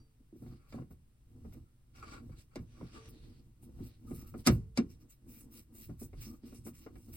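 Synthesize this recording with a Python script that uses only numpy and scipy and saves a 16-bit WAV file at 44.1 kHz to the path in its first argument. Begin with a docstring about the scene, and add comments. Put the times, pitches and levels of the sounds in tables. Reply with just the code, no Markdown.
"""A screwdriver turns a small screw in the plastic roof console of a parked car, close by in the quiet cabin.
First the steel shaft rings faintly and the roof lining rumbles under the pushing hand. The bit (the tip)
starts to shift in the screw head and knock the housing; fingers slide round the tool, the thread scrapes
and an arm brushes past. These sounds come and go until the bit slips hard twice, near 4.5 and 4.8 seconds.
Then the work goes on, with lighter knocks and more sliding of the fingers."""
import sys
import numpy as np
from scipy import signal
from scipy.fft import rfft, irfft
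from scipy.io import wavfile

SR = 44100
rng = np.random.default_rng(int(sys.argv[2]) if len(sys.argv) > 2 else 0)


def bounce(signal):
    """Save signal as a 16-bit WAV file at the path given by the first command-line argument."""
    frames = np.transpose(np.atleast_2d(signal))
    limited = np.clip(frames, -1, 1)
    pcm = np.round(limited * 32767).astype(np.int16)
    wavfile.write(sys.argv[1], SR, pcm)


N = 315756
TIME = np.arange(N) / SR
BIN_HZ = np.arange(N // 2 + 1) * SR / N   # the frequencies of a spectrum

# Levels are relative: the functions add their own gain. A ring time (t60) is the time to fade by 60 dB.
# the hush of the cabin: (frequency [Hz], level [dB])
CABIN_COLOUR = [(20, 0), (58, 0), (85, -9), (123, -1.5), (172, -15), (234, -13), (400, -25.5), (700, -31.5),
                (2000, -36), (6000, -41), (10000, -38), (16000, -41.5)]
# the notes (modes) of the steel shaft: (frequency [Hz], level [dB], ring time [s])
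SHAFT_MODES = [(444.6, -3, 0.98), (905, -13, 0.37), (4660, -2, 0.31), (5740, -6.5, 0.14)]
# the notes of the post that holds the screw: (frequency [Hz], level [dB], ring time [s])
POST_MODES = [(1176, -4, 0.063), (1256, 1.5, 0.075), (1340, -7, .075), (2400, -10.5, 0.043)]
# the steel bears on the screw: (time [s], shaft bending [dB], shaft chime [dB], post [dB])
TOUCHES = [(.001, -74.5, -70, -78), (2.027, -79, -67, -45.5), (2.955, -54.5, -71, -64),
           (4.34, -74.5, -89.5, -53), (4.472, -55, -63.5, -26)]
# the hand pushes on the console: (time [s], hold [s], rumble [dB], creak [dB])
PUSHES = [(.01, 0.0044, -59.5, -62), (0.201, 0.0089, -71, -73), (0.447, 0.085, -54.5, -54.5),
          (0.759, 0.056, -52, -48), (1.313, 0.11, -59.5, -61.5), (1.46, 0.12, -52.5, -55),
          (2.058, 0.25, -55.5, -55), (2.28, 0.099, -54.5, -64), (2.609, 0.019, -51.5, -54.5),
          (2.789, 0.069, -54.5, -50), (2.94, 0.041, -56, -56), (3.089, 0.065, -55.5, -57),
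          (3.242, 0.056, -54.5, -54.5), (3.329, 0.14, -58, -64), (3.652, 0.17, -58.5, -58),
          (3.809, 0.046, -46.5, -51.5), (4.08, 0.15, -49.5, -50.5), (4.34, 0.063, -50, -51.5),
          (4.891, 0.061, -58, -59.5), (5.031, 0.02, -60.5, -59), (5.28, 0.17, -60.5, -56),
          (5.539, 0.066, -59.5, -59), (5.73, 0.14, -63, -60), (5.897, 0.024, -50, -48.5),
          (6.031, 0.028, -50, -52.5), (6.18, 0.035, -47, -56.5), (6.27, 0.071, -54, -50.5),
          (6.452, 0.11, -63.5, -53.5), (6.6, 0.059, -53, -68), (6.722, 0.19, -61.5, -62.5),
          (6.953, 0.024, -53.5, -52.5), (7.09, 0.076, -54, -53.5)]
# the rumbling roof lining: (frequency [Hz], level [dB])
RUMBLE_COLOUR = [(20, -9), (35, 3.5), (60, 1), (90, 0.5), (122, 2), (160, -11), (230, -20.5), (400, -48)]
# the creaking plastic: (frequency [Hz], level [dB])
CREAK_COLOUR = [(120, -28), (190, -8.5), (230, 5), (275, -2.5), (345, -3), (400, -24), (460, -11),
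                (560, -23.5), (800, -25), (1300, -34.5), (2500, -53)]
# the bit shifts or slips: (time [s], housing knock [dB], lining thud [dB],
# treble lost in the first octave [dB], contact time [ms], tock pitch [Hz], tock level [dB])
KNOCKS = [(.203, -72, -74, 23, 1.9, 270, -58.5), (.327, -54, -71, 16.5, 2.5, 320, -43.5),
          (0.356, -59, -72, 20, 2.2, 346, -52), (.420, -48, -54, 13, 0.64, 289, -44.5),
          (.462, -58, -46, 4.5, 0.44, 250, -54), (.724, -55.5, -63, 1, 0.28, 593, -49.5),
          (.742, -49, -52.5, 3.5, 0.72, 550, -46), (.779, -50, -48, 7, 0.64, 710, -49),
          (.786, -54, -68, 1, 0.93, 1040, -48), (.817, -54.5, -53, 6, 0.14, 490, -55),
          (.906, -56, -52, 3.5, 0.69, 390, -72), (1.447, -51, -50, 4, 0.98, 436, -49),
          (1.524, -67.5, -75, 1, 0.28, 615, -64), (1.543, -65.5, -52, 2.5, 0.22, 500, -64),
          (2.293, -65, -49, -0.5, .8, 510, -54), (2.557, -45.5, -52, 2.03, 0.034, 594, -38.5),
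          (2.590, -60.5, -43.5, 3, 0.17, 230, -42), (2.810, -47.5, -62, -1.5, 1.33, 990, -45.5),
          (2.816, -57, -48, 18, 1.9, 277, -45), (3.626, -63, -72, 3, 1, 292, -66),
          (3.689, -62, -59, 11, 1.1, 510, -62), (3.789, -56, -61.5, 2, 0.76, 680, -60),
          (3.803, -45.5, -55, 16, 3.1, 255, -41.5), (3.825, -56, -57, 14, 2.7, 270, -44),
          (4.109, -45.5, -48.5, 6.5, 0.46, 253, -35.5), (4.133, -49, -56, 21, 1.5, 268, -49),
          (4.341, -45.5, -62, 2.5, 0.78, 342, -44), (4.4645, -33, -52, 0.8, .09, 477, -36),
          (4.4712, -26, -27, 0.4, .062, 251, -21), (4.488, -25, -27.5, 8, .3, 221.4, -23),
          (4.774, -37.5, -46, 0.33, 0.13, 558, -32), (4.786, -30.5, -45, 14, 1.2, 243, -21),
          (5.265, -60, -68, 12.5, 1.5, 310, -56), (5.745, -63.5, -72.5, 9.5, 1.2, 330, -62),
          (5.894, -53.5, -45.5, 1.5, .9, 273, -42), (6.014, -48, -55.5, 5.5, 0.81, 378, -51),
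          (6.131, -56, -68, 3, 0.33, 405, -48), (6.436, -51.5, -55.5, 30, 2, 237, -45.5),
          (6.522, -53, -81, 3, .9, 380, -53.5), (6.656, -52, -59, 15, 2.5, 280, -45),
          (6.665, -47, -61.5, 2, 0.61, 328, -45), (6.863, -47.5, -87, 3, 0.58, 434, -39.5),
          (6.955, -60.5, -65.5, 1.5, 0.33, 297, -60), (7.083, -59.5, -67, 5.5, .7, 279, -55.5)]
# the notes of the struck patch of plastic: (multiple of the tock pitch [ratio], level [dB])
PATCH_MODES = [(1, 2), (1.37, -4.5), (1.83, -10), (2.6, -15)]
# the notes of console and roof lining: (frequency [Hz], level [dB], ring time [s])
CONSOLE_MODES = [(71.2, -1.5, 0.27), (127.8, 5, 0.18), (171.5, -0.5, 0.2), (234.6, 10, 0.1),
                 (265.9, 3.5, 0.1), (340.6, -5, .12), (453, -10, 0.11), (510, -5, 0.057),
                 (634, -13.5, 0.082), (737, -8, 0.091), (1083, -13.5, 0.09), (1700, -13, 0.086),
                 (2143, -3.5, 0.074), (2306, -7.5, 0.09), (3610, -10, 0.07), (3750, -9.5, 0.028),
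                 (4100, -9.5, .06), (4860, -0.5, 0.036), (4990, -1, .036), (5380, -5, 0.04),
                 (6070, -9.5, .045)]
# the wash of weaker notes and echoes: (frequency [Hz], level per half octave [dB])
WASH_COLOUR = [(45, -16.5), (130, -5.5), (280, -5), (550, -8.5), (900, -13), (1300, -4.5), (2400, -11),
               (3400, -10), (5000, -3), (9000, -1.5), (15000, -15.5)]
# how long that wash lasts: (frequency [Hz], ring time [s])
WASH_T60 = [(60, 0.701), (250, 0.22), (600, 0.11), (1500, 0.12), (4000, 0.1), (9000, 0.05), (15000, 0.085)]
# fingers slide round the tool: (time [s], hold [s], level [dB], brightness [dB])
STROKES = [(.37, .12, -77.5, 1.5), (0.699, 0.06, -73.5, -1), (.912, 0.016, -73.5, 3),
           (1.533, 0.003, -66, 1.5), (1.959, 0.039, -69.5, -5), (2.10, 0.041, -70, -7),
           (2.385, 0.034, -68.5, -2), (2.939, 0.045, -73, -9), (3.091, 0.011, -67, 3.5),
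           (3.628, 0.014, -68, 2.5), (3.84, 0.033, -66, 1), (4.078, 0.051, -67.5, 0),
           (4.145, 0.073, -62, 0.5), (4.274, 0.018, -64.5, 1.5), (4.382, 0.023, -68, 3.5),
           (4.515, 0.024, -60, 3.5), (4.902, 0.025, -69, -1.5), (5.01, 0.015, -74.5, -1),
           (5.104, 0.019, -64, 2), (5.294, 0.12, -62, 2), (5.527, 0.068, -60.5, 2),
           (5.753, 0.092, -61, 2.5), (6.001, 0.041, -59, 3.5), (6.215, 0.03, -54.5, 1.5),
           (6.25, 0.047, -61, 0), (6.31, 0.054, -72.5, 1), (6.463, 0.074, -71, -1),
           (6.547, 0.027, -62.5, 1.5), (6.656, 0.027, -60.5, 2.5), (6.749, 0.1, -66.5, -1),
           (6.96, 0.2, -73.5, 1), (7.136, 0.067, -59, 1)]
# skin sliding on the handle: (frequency [Hz], level [dB])
SLIDE_COLOUR = [(500, -23), (900, -11), (1170, -3.5), (1500, -5), (2250, -0.5), (3000, -6), (4400, -1.5),
                (6800, -1), (9000, 1), (11500, -3), (14000, 3), (16000, -0.5)]
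# the thread scrapes in the plastic: (time [s], hold [s], rasp [dB], squeal [dB], squeal pitch [Hz])
SCRAPES = [(.44, 0.26, -77.5, -86, 1250), (.73, 0.043, -66, -71, 1290), (1.66, 0.029, -97, -82.5, 1350),
           (1.954, 0.062, -65.5, -72, 1370), (2.028, 0.015, -51, -57, 1310), (2.075, 0.041, -59, -72, 1190),
           (2.125, 0.043, -53, -62, 1415), (2.32, 0.016, -69, -91, 1290), (2.52, 0.065, -74, -83, 1310),
           (2.76, 0.31, -71.5, -95, 1150), (2.954, 0.029, -58.5, -59.5, 1190),
           (4.08, 0.043, -74, -69.5, 1245), (4.18, .11, -71, -75, 1284), (6.28, 0.069, -77, -73.5, 1150)]
# the pitches that stand out in the rasp: (frequency [Hz], width [Hz], level [dB])
SCRAPE_MODES = [(480, 180, -4), (796, 60, -4), (1152, 70, 0.5), (1379, 63, -1.5), (1580, 167, -9),
                (2150, 25, -5.5), (2300, 40, -4.5), (2590, 60, -9.5), (4620, 140, -14.5),
                (7500, 890, -21.5)]
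# the arm brushes past: (time [s], hold [s], level [dB], squeak start [Hz], squeak end [Hz])
BRUSHES = [(0.469, 0.1, -79, 4300, 4900), (.695, 0.067, -77, 4550, 4700), (1.961, 0.062, -74.5, 4860, 4600),
           (2.07, 0.084, -67, 4920, 4260), (2.372, 0.04, -73.5, 4140, 4500), (2.699, 0.17, -75, 6200, 5700),
           (2.87, 0.058, -70, 4400, 5150), (2.935, .045, -63.5, 8240, 8100),
           (3.001, 0.086, -67.5, 5900, 5860), (3.13, 0.15, -74.5, 4220, 4000),
           (3.30, 0.097, -78, 4900, 4440), (3.83, 0.11, -75, 4430, 4000), (4.39, 0.02, -72.5, 4800, 4770),
           (6.187, 0.048, -67.5, 4900, 4580), (6.44, 0.055, -75, 4900, 4600)]
# the brushing arm: (frequency [Hz], level [dB])
BRUSH_COLOUR = [(400, 14), (1000, 0), (2200, 5), (3600, 5), (5200, 1), (7000, -5.5), (10000, -4.5),
                (15000, -72.5)]
# how alike left and right are: (frequency [Hz], likeness [1 the same, -1 opposite])
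LIKENESS = [(60, 0.96), (250, 0.92), (420, 0.51), (700, 0.13), (1300, 0.12), (2500, -0.19), (5000, 0.18),
            (7200, -0.74), (8400, 0.9), (10400, 0.2), (11200, -1.15), (12000, -0.98), (12900, 0.12),
            (15000, 0.26)]
# which side is louder: (frequency [Hz], left minus right [dB])
PAN = [(110, -0.9), (350, -0.5), (700, 2.5), (1300, 2.5), (2400, 1), (4400, -2.5), (8000, 0), (15000, 0)]

FLAT_COLOUR = [(1, 0), (SR, 0)]   # even noise: (frequency [Hz], level [dB])
RIPPLE_DB = rng.normal(0, 6.6, (2, 1000))   # chance peaks and dips from crowded panel notes and echoes
THUD_HZ, KNOCK_HZ, CRACK_HZ = 114, 266, 7000   # where lining, housing and steel sound
SOFTNESS_HZ, SOFTNESS_BEND = 374, 1.23   # where a knock's treble loss starts, and how it steepens


def from_db(db):
    """Turn decibels into a gain."""
    return 10 ** (np.asarray(db) / 20)


def rms_one(x):
    """Scale a signal to an average power of 1."""
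    return x / np.sqrt(np.mean(x ** 2) + 1e-20)


def at_hz(points, hz):
    """Read between a table's rows, with octaves evenly spaced."""
    frequencies, values = np.transpose(points)
    return np.interp(np.log(np.maximum(hz, 1)), np.log(frequencies), values)


def drift(per_s):
    """A random wobble of typical size 1."""
    points = rng.standard_normal(int(N / SR * per_s) + 2)
    return rms_one(np.interp(TIME * per_s, np.arange(len(points)), points))


def band_pass(x, low_hz, high_hz):
    """Keep the sound between two frequencies."""
    return signal.sosfilt(signal.butter(2, [low_hz, high_hz], "band", fs=SR, output="sos"), x)


def ripple(spacing_hz):
    """The console's narrow peaks and dips in dB, weaker in the bass."""
    curves = np.array([np.interp(BIN_HZ / spacing_hz, np.arange(len(row)), row) for row in RIPPLE_DB])
    return curves * BIN_HZ / (BIN_HZ + 500)


def coloured(pair, colour, rippled):
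    """Give two noises a tone colour and a share of the ripple, then blend them into left and right."""
    alike = np.clip(at_hz(LIKENESS, BIN_HZ), -1, 1)
    mid, side = rfft(pair) * from_db(at_hz(colour, BIN_HZ) + rippled * ripple(spacing_hz=58.5))
    return rms_one(irfft(np.sqrt(1 + alike) * mid + np.sqrt(1 - alike) * side * [[1], [-1]], N))


def friction(per_s, spread_db):
    """Rubbing surfaces make tiny slips of uneven size at random times."""
    sizes = from_db(spread_db * np.minimum(rng.exponential(1, (2, N)), 4))
    return (rng.random((2, N)) < per_s / SR) * sizes * rng.choice([-1, 1], (2, N))


def ring(clicks, hz, t60):
    """Each click starts a fading note: .imag is its sine wave; at 0 Hz, .real is just the fade."""
    step = from_db(-60 / (t60 * SR)) * np.exp(2j * np.pi * hz / SR)
    return signal.lfilter([1], [1, -step], clicks + 1e-18)


def gliding(x, hz, width_hz):
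    """Pick a narrow band with a moving pitch out of a noise."""
    turn = np.exp(2j * np.pi * np.cumsum(hz) / SR)
    keep = np.exp(-np.pi * width_hz / SR)
    return rms_one((signal.lfilter([1], [1, -2 * keep, keep ** 2], x / turn) * turn).real)


def gestures(rows, attack_s, release_s, linger):
    """The loudness of movements that swell, hold and fade; longer ones start and stop more gently."""
    power = 1e-14
    for s, held_s, db in rows:
        before = np.maximum(s - TIME, 0) / (attack_s + linger * held_s)
        after = np.maximum(TIME - s - held_s, 0) / (release_s + linger * held_s)
        power = power + from_db(db - 20 * np.minimum(before + after, 10)) ** 2
    return np.sqrt(power)


def cabin(level_db):
    """A faint, low, steady hush fills the car."""
    return from_db(level_db) * coloured(rng.standard_normal((2, N)), CABIN_COLOUR, rippled=0.18)


def tool_rings(chime_above_hz):
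    """A touch makes the steel shaft bend and chime; the screw post answers with a hollow ping."""
    s, bending_db, chime_db, post_db = np.transpose(TOUCHES)
    struck = [(mode, bending_db if mode[0] < chime_above_hz else chime_db) for mode in SHAFT_MODES]
    struck += [(mode, post_db) for mode in POST_MODES]
    out = np.zeros(N)
    for (hz, mode_db, t60), touch_db in struck:
        clicks = np.zeros(N)
        clicks[np.round(s * SR).astype(int)] = from_db(mode_db + touch_db)
        out += (ring(clicks, hz, t60) - ring(clicks, hz, 10 / hz)).imag   # the short ring softens the start
    return out


def pressure(creak_db, unsteady_db):
    """The lining rumbles under each push while the thread creaks through the plastic in soft slips."""
    load = gestures([row[:3] for row in PUSHES], attack_s=0.12, release_s=0.05, linger=0.54)
    creep = gestures([(s, held, db) for s, held, _, db in PUSHES],
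                     attack_s=0.044, release_s=0.055, linger=0.33)
    rumble = coloured(rng.standard_normal((2, N)), RUMBLE_COLOUR, rippled=0.92)
    flutter = from_db(creak_db + unsteady_db * drift(25))
    creak = coloured(friction(per_s=910, spread_db=2.0), CREAK_COLOUR, rippled=0.33)
    return load * rumble + creep * flutter * creak


def blows(hz):
    """One click per knock, as strong as that knock is at this frequency; soft contacts lose treble."""
    s, knock_db, thud_db, softness_db, contact_ms, _, _ = np.transpose(KNOCKS)
    lining = np.interp(np.log(hz), np.log([THUD_HZ, KNOCK_HZ]), [1, 0])   # its share grows in the bass
    octaves = max(np.log2(hz / SOFTNESS_HZ), 0)
    level_db = lining * thud_db + (1 - lining) * knock_db - softness_db * octaves ** SOFTNESS_BEND
    cycles = hz * contact_ms / 1000   # vibrations quicker than the contact are barely set off
    clicks = np.zeros(N)
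    clicks[np.round(s * SR).astype(int)] = from_db(level_db) / np.sqrt(1 + cycles ** 6)
    return clicks


def hiss_before_knock(level_db, swell_s, low_hz, high_hz):
    """A brief gritty hiss swells just before each knock, louder before a harder snap."""
    keep = np.exp(-1 / (swell_s * SR))
    swell = signal.lfilter([1], [1, -keep], blows(CRACK_HZ)[::-1] + 1e-18)[::-1]   # a fade run backwards
    grit = band_pass(friction(per_s=13000, spread_db=4.0), low_hz, high_hz)
    return from_db(level_db) * swell * rms_one(grit)


def crack(level_db, t60, rise_t60, low_hz, high_hz, tilt_db):
    """Steel snaps over steel in a short, bright burst; each band is tilt_db above the one below."""
    noise = coloured(rng.standard_normal((2, N)), FLAT_COLOUR, rippled=.5)
    out, edges = 0, np.geomspace(low_hz, high_hz, 5)
    for k, (low, high) in enumerate(zip(edges, edges[1:])):
        clicks = blows(np.sqrt(low * high))
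        burst = (ring(clicks, 0, t60) - ring(clicks, 0, rise_t60)).real
        out += from_db(level_db + k * tilt_db) * burst * rms_one(band_pass(noise, low, high))
    return out


def tocks(level_db, ring_cycles, right_lag_s, rise_cycles, loss_db_per_ms):
    """The struck patch of plastic gives a short hollow tock, pitched by where the bit presses."""
    out = np.zeros((2, N + SR))
    age = np.maximum(np.arange(SR // 5) / SR - np.array([[0], [right_lag_s]]), 0)
    for s, *_, contact_ms, pitch_hz, tock_db in KNOCKS:
        start = round(s * SR)
        for multiple, mode_db in PATCH_MODES:
            cycles = pitch_hz * multiple * age
            loss_db = loss_db_per_ms * contact_ms * np.log2(multiple)   # a long contact sounds rounder
            fade = from_db(level_db + tock_db + mode_db - loss_db - 60 * cycles / ring_cycles)
            rise = (1 - np.exp(-cycles / rise_cycles)) ** 2
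            out[:, start:start + age.shape[1]] += rise * fade * np.sin(2 * np.pi * cycles)
    return out[:, :N]


def console(level_db, swell_cycles, right_lag_s, uneven_db):
    """Each knock rings the console's notes; they take a few cycles to build, so low ones bloom late."""
    out = np.zeros((2, N))
    for hz, mode_db, t60 in CONSOLE_MODES:
        clicks = blows(hz)
        clicks[clicks > 0] *= from_db(uneven_db * rng.standard_normal(np.count_nonzero(clicks)))
        swing = ring(clicks, hz, t60) - ring(clicks, hz, min(swell_cycles / hz, t60 / 2))
        turn = np.exp(.5j * min(2 * np.pi * hz * right_lag_s, np.pi / 2))   # the left side leads
        out += from_db(level_db + mode_db) * np.array([(swing * turn).imag, (swing / turn).imag])
    return out


def wash(level_db, swell_cycles, swell_s, tail_db, tail_t60):
    """After a knock, crowded plastic notes and near echoes fade band by band over a faint cabin echo."""
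    out, edges = 0, 2 ** np.arange(5.5, 14.1, .5)   # half octaves, 45 Hz to 16 kHz
    noises = [coloured(rng.standard_normal((2, N)), FLAT_COLOUR, rippled=1.0) for _ in range(2)]
    for k, (low, high) in enumerate(zip(edges, edges[1:])):
        hz = np.sqrt(low * high)
        energy = blows(hz) ** 2 + 1e-18
        early, late = [signal.lfilter([1], [1, -from_db(-120 / (t60 * SR))], energy)
                       for t60 in (at_hz(WASH_T60, hz), tail_t60)]
        keep = np.exp(-1 / ((swell_s + swell_cycles / hz) * SR))
        power = signal.lfilter([1 - keep], [1, -keep], early + from_db(tail_db) ** 2 * late)
        band = rms_one(band_pass(noises[k % 2], low, high))
        out += band * np.sqrt(power) * from_db(level_db + at_hz(WASH_COLOUR, hz))
    return out


def fingers(level_db, hiss_above_hz, wander_db, wander_per_s):
    """Dry skin catches on the handle: a fingertip (bright) hisses, the flat of the hand (dull) rasps."""
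    rasp, hiss = [gestures([(s, held, db + sign * bright) for s, held, db, bright in STROKES],
                           attack_s=0.014, release_s=0.04, linger=0.14) for sign in (-1, 1)]
    grit = rfft(coloured(friction(per_s=3600, spread_db=4.0), SLIDE_COLOUR, rippled=0.94))
    out, centres_hz = 0, np.linspace(1000, 15000, 10)
    for hz, share in zip(centres_hz, np.eye(len(centres_hz))):
        hiss_share = 1 / (1 + (hiss_above_hz / hz) ** 10)
        band = irfft(grit * np.interp(BIN_HZ, centres_hz, share), N)
        wander = from_db(wander_db * drift(wander_per_s))   # the colour shifts as the grip rolls
        out += band * (rasp * (1 - hiss_share) + hiss * hiss_share) * wander
    return out * from_db(level_db)


def thread(flutter_db, squeal_db, squeal_width_hz, waver_hz):
    """Tiny slips of the thread make the screw post rasp; where it binds, a narrow gliding squeal rises out of
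    the same slips."""
    turning, binding = [gestures([(row[0], row[1], row[column]) for row in SCRAPES],
                                 attack_s=0.0079, release_s=0.043, linger=0.12) for column in (2, 3)]
    bins = BIN_HZ[1:]
    power = sum(from_db(db) ** 2 / (1 + (hz / width * (bins / hz - hz / bins)) ** 2)
                for hz, width, db in SCRAPE_MODES)
    post_colour = np.column_stack([bins, 10 * np.log10(power)])
    slips = friction(per_s=2100, spread_db=1.5)
    rasp = turning * from_db(flutter_db * drift(80)) * coloured(slips, post_colour, rippled=0.64)
    path = sorted((s + offset, hz) for s, held_s, _, _, hz in SCRAPES for offset in (0, held_s))
    pitch_hz = np.interp(TIME, *np.transpose(path)) + waver_hz * drift(30)
    return rasp + from_db(squeal_db) * binding * gliding(slips, pitch_hz, squeal_width_hz)


def arm(level_db, flutter_db, squeak_db, squeak_width_hz, waver_hz):
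    """The arm brushes past as the grip changes; skin on plastic adds a gliding squeak."""
    grains = coloured(friction(per_s=2300, spread_db=0.5), BRUSH_COLOUR, rippled=0.24)
    path = sorted(point for s, held_s, _, start_hz, end_hz in BRUSHES
                  for point in ((s, start_hz), (s + held_s, end_hz)))
    pitch_hz = np.interp(TIME, *np.transpose(path)) + waver_hz * drift(30)
    squeak = gliding(grains, pitch_hz, squeak_width_hz)
    passes = gestures([row[:3] for row in BRUSHES], attack_s=0.0079, release_s=0.026, linger=0.38)
    flutter = from_db(flutter_db * drift(65))
    return passes * flutter * (from_db(level_db) * grains + from_db(squeak_db) * squeak)


def scene():
    """Mix knocks, tool and hands, balance them left and right, and add the cabin's hush."""
    knocks = console(level_db=4.0, swell_cycles=10.0, right_lag_s=0.00025, uneven_db=2.5)
    knocks += tocks(level_db=2.5, ring_cycles=18, right_lag_s=0.00016, rise_cycles=.55, loss_db_per_ms=8)
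    knocks += wash(level_db=0.5, swell_cycles=0.79, swell_s=0.0019, tail_db=-30.5, tail_t60=0.38)
    knocks += crack(level_db=16.0, t60=0.0082, rise_t60=0.004, low_hz=4160, high_hz=12100, tilt_db=1.2)
    knocks += hiss_before_knock(level_db=-7.0, swell_s=0.0057, low_hz=500, high_hz=7450)
    scraping = thread(flutter_db=2.0, squeal_db=1.0, squeal_width_hz=110, waver_hz=25)
    tool = tool_rings(chime_above_hz=1500) + scraping
    hands = fingers(level_db=2.5, hiss_above_hz=7900, wander_db=3.0, wander_per_s=19.0)
    hands += arm(level_db=3.5, flutter_db=1.14, squeak_db=-6.0, squeak_width_hz=1200, waver_hz=108.6)
    hands += pressure(creak_db=-3.0, unsteady_db=2.5)
    balance = from_db(at_hz(PAN, BIN_HZ) * [[.5], [-.5]])
    return irfft(rfft(knocks + tool + hands) * balance, N) + cabin(level_db=-64.5)


def record(dry):
    """Cut away the highest treble, above 15900 Hz."""
    return signal.sosfilt(signal.ellip(10, .2, 70, 15900, fs=SR, output="sos"), dry)


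dry = scene()
out = record(dry)
bounce(out)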